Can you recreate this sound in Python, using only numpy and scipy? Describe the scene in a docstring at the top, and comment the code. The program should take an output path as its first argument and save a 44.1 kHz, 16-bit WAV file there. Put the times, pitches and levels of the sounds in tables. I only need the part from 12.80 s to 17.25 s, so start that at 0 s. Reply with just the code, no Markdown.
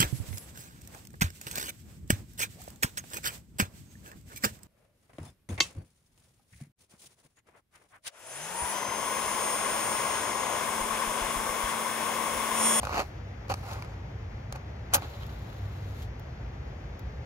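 """Outdoors, over a low steady rumble and a soft wash of air, a match is scraped along a cardboard matchbox.
The first strokes only rasp: noisy grains follow the pressure, with ticks, hollow knocks and short clacks.
A quick last stroke cracks alight in a volley of tiny bursts with a bright, ringing edge, then spits thinly.
The head fizzes for about a second in filtered noise with puffs, crackles and pops, and ends in a sizzle;
a few pops follow. A two-port microphone hears it all, with phase and balance differing over frequency."""
import sys
import numpy as np
from scipy import signal
from scipy.fft import rfft, irfft, next_fast_len
from scipy.io import wavfile

SR = 44100
rng = np.random.default_rng(int(sys.argv[2]) if len(sys.argv) > 2 else 0)


def master(y):
    """Save y as 16-bit WAV."""
    cut = np.clip(np.atleast_2d(y).T, -1, 1)
    pcm = np.round(cut * 32767)  # scale
    wavfile.write(sys.argv[1], SR, pcm.astype(np.int16))


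N = 196245
T = np.arange(N) / SR  # seconds
SIZE = 2 * next_fast_len(N // 2 + 4096)  # transform length, padded so that tails do not wrap around
HZ = np.fft.rfftfreq(SIZE, 1 / SR)

# Strokes of the head over the striker. Each row: start of full pressure in seconds, friction in dB before
# the layer trims, rise in seconds per 20 dB, hold in seconds, fall in seconds per 20 dB,
# level of the light glide after it in dB, box ring relative to the friction in dB.
STROKES = [ (0.034, -47.5, 0.074, 0.012, 0.11, -51.5, -1), (0.166, -28.5, 0.11, 0.042, 0.037, -51, -1.5),
           (0.699, -30.5, 0.0086, 0.021, 0.016, -53, -1.5), (0.908, -42, 0.17, 0.015, 0.26, -50.5, 0.5),
           (1.754, -45, 0.03, 0.006, 0.02, -70, 1), (2.138, -31, 0.019, 0.026, 0.033, -57, 0.5)]

# The burning of the head, shared by the crack and the fizz
LIGHT_S, SPENT_S = 2.1445, 3.237  # fully alight and burnt out, seconds
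DIE_S = 0.042  # seconds per 20 dB of fall once the head is spent


def amp(db):
    """Decibels to gain."""
    return 10 ** (np.asarray(db) / 20)


def unit(x):
    """Scales to rms 1."""
    return x / np.sqrt(np.mean(abs(x) ** 2) + 1e-20)


def envelope(s, rise_s, hold_s, fall_s):
    """Full from s for hold_s; it gains 20 dB in rise_s before and loses 20 dB in fall_s after."""
    before = (s - T) / rise_s
    after = (T - s - hold_s) / fall_s
    return amp(-20 * np.clip(np.maximum(before, after), 0, 10))


def over_hz(rows, axis=1):
    """One column of a table, interpolated along a log-frequency axis."""
    rows = np.array(rows)
    return np.interp(np.log(HZ + 1), np.log(rows[:, 0] + 1), rows[:, axis])


def causal(db):
    """The response of power 1 with this dB shape that rings only after a blow (minimum phase)."""
    log_gain = np.log(amp(np.r_[db, db[-2:0:-1]]))
    return unit(np.exp(np.conj(signal.hilbert(log_gain)))[:len(HZ)])


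def colour(x, response):
    """Filters by a frequency response."""
    return irfft(rfft(x, SIZE) * response, SIZE)[..., :N]


def resonance(hz, width, db):
    """The power response of one resonant peak."""
    detuning = (HZ ** 2 - hz ** 2) / (width * HZ + 1)
    return amp(db) ** 2 / (1 + detuning ** 2)


def grains(per_s, spread_db, smooth):
    """Two trains of tiny fractures of uneven size over a share of smooth noise, at rms 1."""
    fires = rng.random(N) < per_s / SR
    size = amp(spread_db * np.minimum(rng.exponential(1, N), 3)) * fires
    sharp = unit(size * rng.choice([-1., 1.], (2, N)))
    return unit(sharp + smooth * rng.standard_normal((2, N)))


def flutter(rate_hz, depth_db):
    """A random wavering gain of power 1."""
    slow = colour(rng.standard_normal(N), np.exp(-(HZ / rate_hz) ** 2))
    return unit(amp(depth_db * unit(slow)))


def bursts(rows):
    """Noise clusters (s, dB, decay s) that build and die; the level is their energy spread over 3 ms."""
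    t = np.arange(SR // 30) / SR
    out = np.zeros((2, N + len(t)))
    for s, db, decay_s in rows:
        shape = (t / decay_s) ** 2 * np.exp(-t / decay_s)
        burst = unit(rng.standard_normal((len(t), 2)).T * shape)
        start = max(round((s - decay_s) * SR), 0)
        out[:, start:start + len(t)] += amp(db) * burst * np.sqrt(.003 * SR / len(t))
    return out[:, :N]


def kicks(times, levels_db):
    """Single sharp impulses in the shared part; the level is their energy spread over 3 ms."""
    out = np.zeros((2, N))
    out[0, np.round(np.array(times) * SR).astype(int)] = amp(levels_db) * np.sqrt(.003 * SR)
    return out


def box_response():
    """The broad, quickly damped modes of the cardboard, rolled off above 3 kHz."""
    # Modes of the cardboard box. Each row: frequency in Hz, width in Hz, relative level in dB.
    box_modes = [(184, 99, -3), (340, 120, -10.5), (485, 28, -10.5), (550, 98, -0.5), (715, 70, -5),
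                 (778, 63, 4), (895, 39, 1), (1075, 160, 0), (1234, 69, 1), (1442, 160, -2),
                 (2280, 870, -13)]
    power = sum(resonance(*mode) for mode in box_modes)
    return causal(10 * np.log10(power / (1 + (HZ / 3000) ** 4) + 1e-10))


def scrape(box_db=-1.5, grit_db=-6.0):
    """Fine grit rasps under the head, while its coarser slips shake the box."""
    # Tone of the grit. Each row: frequency in Hz, relative level in dB per Hz.
    grit_spectrum = [(100, -4), (250, -6.5), (500, 11), (1500, 9.5), (2600, 9.5), (3300, -1), (4500, 6),
                     (5300, -1), (6100, 0), (7500, 1), (9600, -13.5), (10400, -11.5), (12500, -9),
                     (15500, -15)]
    friction = shaking = 0
    for s, db, rise, hold, fall, _, ring_db in STROKES:
        pressure = envelope(s, rise, hold, fall)
        friction = friction + amp(db) * pressure
        shaking = shaking + amp(db + ring_db) * pressure
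    judder = flutter(rate_hz=220, depth_db=2)
    grit = grains(per_s=3500, spread_db=3.0, smooth=0.43) * judder
    coarse = grains(per_s=800, spread_db=2.5, smooth=0.35)
    slips = unit(grit + coarse) * flutter(rate_hz=120, depth_db=1.0)
    rasp = colour(grit * friction, causal(over_hz(grit_spectrum)))
    shaken_box = colour(slips * shaking, box_response())
    return amp(grit_db) * rasp + amp(box_db) * shaken_box


def glide(fade_s=0.12):
    """As the pressure eases after each stroke, the head only whispers and leaves the box still."""
    # Tone of the whisper. Each row: frequency in Hz, relative level in dB per Hz.
    whisper_spectrum = [(500, -8), (2500, -3), (4500, 3.5), (6500, -2), (9000, 0.5), (11000, -7),
                        (15500, -5)]
    # the touch fades 20 dB in every fade_s
    touch = sum(amp(db) * envelope(s, rise, hold, fade_s) for s, _, rise, hold, _, db, _ in STROKES)
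    whisper = grains(per_s=4300, spread_db=10.0, smooth=0.51) * touch
    return colour(whisper, causal(over_hz(whisper_spectrum)))


def snags():
    """Larger catches: a tick with a hollow knock from the box, softer the longer the contact."""
    # The head knocking or snagging on the striker. Each row: time in seconds, tick level in dB,
    # box ring relative to the tick in dB, contact time in seconds.
    snag_rows = [ (.0315, -41, 12, .001), (.0395, -47, 13, 0.00097), (0.0512, -35, 5, 0.0011),
                 (.0708, -41, 15.5, .0008), (0.094, -45.5, 13.5, 0.00076), (.126, -44.5, 13, 0.0018),
                 (.143, -45.5, 17.5, 0.0016), (.172, -40.5, 15.5, .0008), (.194, -34, 11.5, 0.0009),
                 (.218, -43, 9, .0008), (0.682, -50, 2, 0.00088), (0.6951, -41, -2, 0.0011),
                 (0.7017, -38, 1.5, 0.0014), (0.7047, -41, 8, 0.0013), (.7127, -42.5, 9.5, 0.00037),
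                 (0.7196, -42.5, 11, 0.00068), (0.7398, -32, 1, 0.0009), (.83, -56.5, 17, 0.0021),
                 (0.911, -43, 5.5, .002), (.931, -38.5, -1.5, 0.0017), (0.956, -51.5, 12, 0.0034),
                 (1.023, -45.5, 6, 0.00089), (1.047, -50, 4, 0.001), (1.134, -62, 20, .0035),
                 (1.725, -34.5, -4, 0.0006), (1.7582, -44, 6, .0011), (2.1558, -37.5, 13, 0.00071),
                 (2.167, -38.5, 10.5, 0.00086), (2.18, -44, 11, 0.0014), (2.2212, -51, 13.5, 0.00088)]
    # Tone of the tick. Each row: frequency in Hz, relative level in dB per Hz.
    tick_spectrum = [(200, -3), (1000, 8.5), (2400, 0), (3300, 1.5), (4600, 2.5), (7000, -1.5), (9500, 5),
                     (11000, -10.5), (15500, -8.5)]
    ticks = bursts([(s, db, contact_s) for s, db, _, contact_s in snag_rows])
    knocks = bursts([(s, db + ring_db, contact_s) for s, db, ring_db, contact_s in snag_rows])
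    return colour(ticks, causal(over_hz(tick_spectrum))) + colour(knocks, box_response())


def taps():
    """The stick taps the edge of the box: impulses ring two modes in a short wooden clack."""
    # Taps on the box edge. Each row: time in seconds, level in dB.
    tap_rows = [(0.7202, -38), (0.7397, -40), (1.024, -38.5), (2.2225, -45)]
    # Modes of the clack. Each row: frequency in Hz, width in Hz, relative level in dB.
    clack_modes = [(2300, 150, 0), (4550, 220, -6.5)]
    power = sum(resonance(*mode) for mode in clack_modes)
    power = power * HZ ** 2 / (HZ ** 2 + 1500 ** 2)  # thinned in the bass
    return colour(kicks(*np.transpose(tap_rows)), causal(10 * np.log10(power + 1e-10)))


def ignition():
    """The head catches in a volley of tiny bursts with a bright, ringing edge, then spits thinly."""
    # The biggest explosions. Each row: time in seconds, level in dB.
    crack_rows = [(2.1369, -21.5), (2.145, -16), (2.1483, -21)]
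    # Narrow peaks in the tone of the crack. Each row: frequency in Hz, width in Hz,
    # level against the plain crack in dB.
    crack_peaks = [(2810, 70, 6.5), (3180, 70, 5), (4800, 66, 1.5), (5300, 77, 4.5), (5890, 60, 4),
                   (6400, 80, -0.5), (6470, 90, 7), (6870, 73, 6), (12790, 70, 7), (14000, 80, 8.5),
                   (14390, 80, 5)]
    # Tone of the plain crack. Each row: frequency in Hz, relative level in dB per Hz.
    bright_spectrum = [(100, -6), (300, -5), (560, 3.5), (700, -1), (890, 8), (1300, -5), (1900, -0.5),
                       (3000, -0.5), (4200, 1), (5200, -0.5), (6100, -1), (6650, 1), (7800, 7.5), (8800, 8),
                       (9600, 14), (10300, 0), (12500, -1.5), (15500, -2)]
    # Tone of the thin spit. Each row: frequency in Hz, relative level in dB per Hz.
    spit_spectrum = [(500, -12), (4000, -13.5), (8000, -16), (11000, -4.5), (15500, -2.5)]
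    catch_s, sputter_s = 2.137, 2.162  # first spark and start of the spit's full level, seconds
    rise_s = 0.027  # seconds per 20 dB
    volley = amp(-16.5) * envelope(LIGHT_S, rise_s, hold_s=0.0075, fall_s=0.011)
    sputter = amp(-32) * envelope(sputter_s, rise_s, hold_s=0.00807, fall_s=0.0056)
    # a steep rise keeps the sparks from sounding much before the first one
    alight = envelope(catch_s, 0.0023, SPENT_S - catch_s, DIE_S)
    clumps = flutter(rate_hz=450, depth_db=1.8)
    sparks = grains(per_s=4500, spread_db=0.5, smooth=0.42) * alight * clumps
    peaks = 1 + sum(resonance(*peak) for peak in crack_peaks)
    crack = sparks * volley + kicks(*np.transpose(crack_rows))
    bright_crack = colour(crack, causal(over_hz(bright_spectrum) + 10 * np.log10(peaks)))
    return bright_crack + colour(sparks * sputter, causal(over_hz(spit_spectrum)))


def flare():
    """The head fizzes, blows out an ebbing rush of gas, puffs, crackles, pops and ends in a thin sizzle."""
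    # Puffs of gas from the head. Each row: start in seconds, level in dB, hold in seconds.
    puff_rows = [(2.228, -43.5, 0.02), (2.341, -60, 0.0093), (2.416, -53.5, 0.017)]
    # Dull crackles as the flame spreads over the head. Each row: time in seconds, level in dB.
    crackle_rows = [(2.245, -45.5), (2.336, -48), (2.4225, -49.5), (2.432, -44), (2.439, -48), (2.494, -48),
                    (2.6995, -52.5), (2.7275, -49)]
    # Small pops of the burning head and the wood. Each row: time in seconds, level in dB.
    pop_rows = [(2.299, -54), (2.466, -47.5), (3.396, -50), (4.193, -47.5)]
    # Tones of fizz, sizzle, gas, pop and crackle. Each row: frequency in Hz, relative level in dB per Hz.
    hiss_spectrum = [(300, 2.5), (1500, -4.5), (3700, 12), (4500, 7.5), (5600, 0.5), (7200, 6.5),
                     (8800, -2.5), (10500, 0), (14000, 2), (15800, 2.5)]
    sizzle_spectrum = [(500, -7), (2500, 6), (4200, 7), (5600, 0), (7200, 4), (9000, 1), (12500, -1),
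                       (15800, -2.5)]
    rush_spectrum = [(100, -12.5), (350, 5), (750, 1), (1400, 0), (2200, -10), (4000, -8), (5500, -19),
                     (7500, -19.5), (15000, -39)]
    pop_spectrum = [(500, -11), (3000, 3), (7000, 3), (10000, -2.5), (15500, 5.5)]
    crackle_spectrum = [(300, -1), (1200, 5.5), (2500, -1), (4200, 0), (5500, -13), (15000, -20)]
    kindle_s = 0.029  # seconds per 20 dB of rise
    pop_s, crackle_s = 0.00099, 0.0013  # decay times, seconds
    burning = envelope(LIGHT_S, kindle_s, SPENT_S - LIGHT_S, DIE_S)
    # the fizz surges at the start and again, as a sizzle, at the end
    first = amp(-58.5) * envelope(LIGHT_S, kindle_s, hold_s=0, fall_s=0.75)
    last = amp(-55) * envelope(SPENT_S, rise_s=0.19, hold_s=0, fall_s=DIE_S)
    hiss = burning * (amp(-64) + first)
    # the rush of gas ebbs as the head is used up
    rush = amp(-52.5) * burning * envelope(LIGHT_S, kindle_s, hold_s=0, fall_s=2.3)
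    puffs = sum(amp(db) * envelope(s, 0.0075, hold, 0.018) for s, db, hold in puff_rows)
    fizz = grains(per_s=2300, spread_db=4.0, smooth=0.8) * flutter(rate_hz=50, depth_db=1.3)
    gas = rng.standard_normal((2, N)) * (rush + puffs) * flutter(rate_hz=49, depth_db=1.0)
    pops = bursts([(s, db, pop_s) for s, db in pop_rows])
    crackles = bursts([(s, db, crackle_s) for s, db in crackle_rows])
    layers = [
        (fizz * hiss, hiss_spectrum),
        (fizz * last, sizzle_spectrum),
        (gas, rush_spectrum),
        (pops, pop_spectrum),
        (crackles, crackle_spectrum)]
    return sum(colour(sound, causal(over_hz(spectrum))) for sound, spectrum in layers)


def close_echo(x):
    """One close, weak echo, inverted or upright, with a slowly changing delay, colours the sound."""
    # The close echo. Each row: time in seconds, delay in seconds, strength (inverted if negative).
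    echo_rows = [(0.2, 0.000577, -0.1), (.72, .00056, -0.22), (2.15, .00123, 0.13)]
    s, delay_s, strength = np.transpose(echo_rows)
    late = T - np.interp(T, s, delay_s)
    delayed = np.array([np.interp(late, T, row) for row in x])
    return x + np.interp(T, s, strength) * delayed


def surroundings(x, delay_s=0.0071, echo_db=-16):
    """The seated body and the ground send back one weak, later echo."""
    return colour(x, 1 + amp(echo_db) * np.exp(-2j * np.pi * HZ * delay_s))


def ports(pair, field):
    """A shared and a scattered part reach the two ports with their phase and balance."""
    # Phase between the ports. Each row: frequency in Hz, lead of the left port in radians.
    phase_rows = [(20, 0), (150, -.1), (500, -.65), (1200, -1.2), (1800, -2.5), (2400, -1.7), (3200, -1.9),
                  (4200, -4.3), (5800, -5.3), (7000, -4.6), (8100, -3.2), (9900, -3.2), (10900, -5.2),
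                  (13400, -5.3), (14800, -3.7)]
    shared, scattered = rfft(pair, SIZE)
    like = np.clip(over_hz(field), 0, 1)
    side = np.array([[1], [-1]])  # left, right
    both = shared * np.sqrt((1 + like) / 2) + side * scattered * np.sqrt((1 - like) / 2)
    balance = amp(side * over_hz(field, axis=2) / 2)
    balance /= np.sqrt(np.mean(balance ** 2, axis=0))
    lead = np.exp(.5j * side * over_hz(phase_rows))
    return irfft(both * balance * lead, SIZE)[:, :N]


def steady(spectrum):
    """Two independent noises with the given level per Hz."""
    return colour(rng.standard_normal((2, N)), amp(over_hz(spectrum)) * np.sqrt(SR / 2))


def outdoors():
    """The soft, nearly even wash of open air: filtered noise with a slight waver."""
    # Tone of the open air. Each row: frequency in Hz, level in dB full scale per Hz.
    air_spectrum = [(25, -100), (100, -83), (300, -81.5), (500, -79), (780, -79), (1050, -85), (1500, -86),
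                    (2050, -86.5), (3000, -95.5), (4500, -100), (6000, -102), (7500, -110), (10200, -124),
                    (13000, -117), (16000, -123)]
    return steady(air_spectrum) * flutter(rate_hz=18, depth_db=0.4)


def rumble():
    """Far traffic with an engine drone in it; such long waves are the same at both ports."""
    # Traffic and drone before their gains. Each row: frequency in Hz, level in dB full scale per Hz.
    traffic_spectrum = [(15, -81.5), (30, -89), (40, -75), (52, -57.5), (68, -57.5), (82, -59.5),
                        (105, -68), (122, -61), (160, -71.5), (220, -75.5), (320, -81.5), (500, -83.5),
                        (1500, -160)]
    drone_spectrum = [(50, -160), (88, -69.5), (97, -58.5), (106, -63), (200, -160)]
    # Course of the drone. Each row: time in seconds, gain in dB.
    drone_gain = [(0, 1), (1.1, 8), (1.8, 4.5), (3.2, 6.5), (4.0, -5.5), (4.45, -13)]
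    drone = steady(drone_spectrum)[0] * amp(np.interp(T, *np.transpose(drone_gain)))
    nearing = amp(-.5 + 0.5 * T)  # the traffic draws slowly nearer, 0.5 dB per second
    return nearing * steady(traffic_spectrum)[0] + drone


def scene():
    """The match close by, the background far off."""
    # Near and far sound at the ports. Each row: frequency in Hz, likeness 0-1, left minus right in dB.
    near_field = [(100.5, 1, 2), (838, 0.7, -2), (1490, 0.66, -3), (2257, 0.8, 4.5), (3060, 0.7, 2),
                  (4180, 0, 2), (5570, 0.4, -1), (7480, 0.95, 0.5), (8600, 1, -0.5), (10130, 1, 1.5),
                  (10700, 0, -2), (14100, 0.85, 2), (15000, 0.9, 0)]
    far_field = [(98, 1, 0.5), (297, 0.51, 6.5), (650, .05, 4.5), (1330, 0.17, 0.5), (2050, 0.066, 8),
                 (3270, 0.085, 1), (4270, 1, 1), (6000, 0.22, 0.2), (7100, 0.93, -0.5), (8060, 1, 1),
                 (10300, 0.99, -0.5), (11900, 0.379, -0.5), (14600, .5, 1)]
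    at_the_box = scrape() + glide() + snags() + taps() + ignition()
    match = surroundings(close_echo(at_the_box) + flare())
    return ports(match, near_field) + ports(outdoors(), far_field) + rumble()


def record(dry, cut_hz=15900):
    """The recorder's band limit: a steep linear-phase low-pass."""
    low_pass = signal.firwin(511, cut_hz, window=("kaiser", 9), fs=SR)
    return signal.oaconvolve(dry, low_pass[None], "same")


dry = scene()
out = record(dry)
master(out)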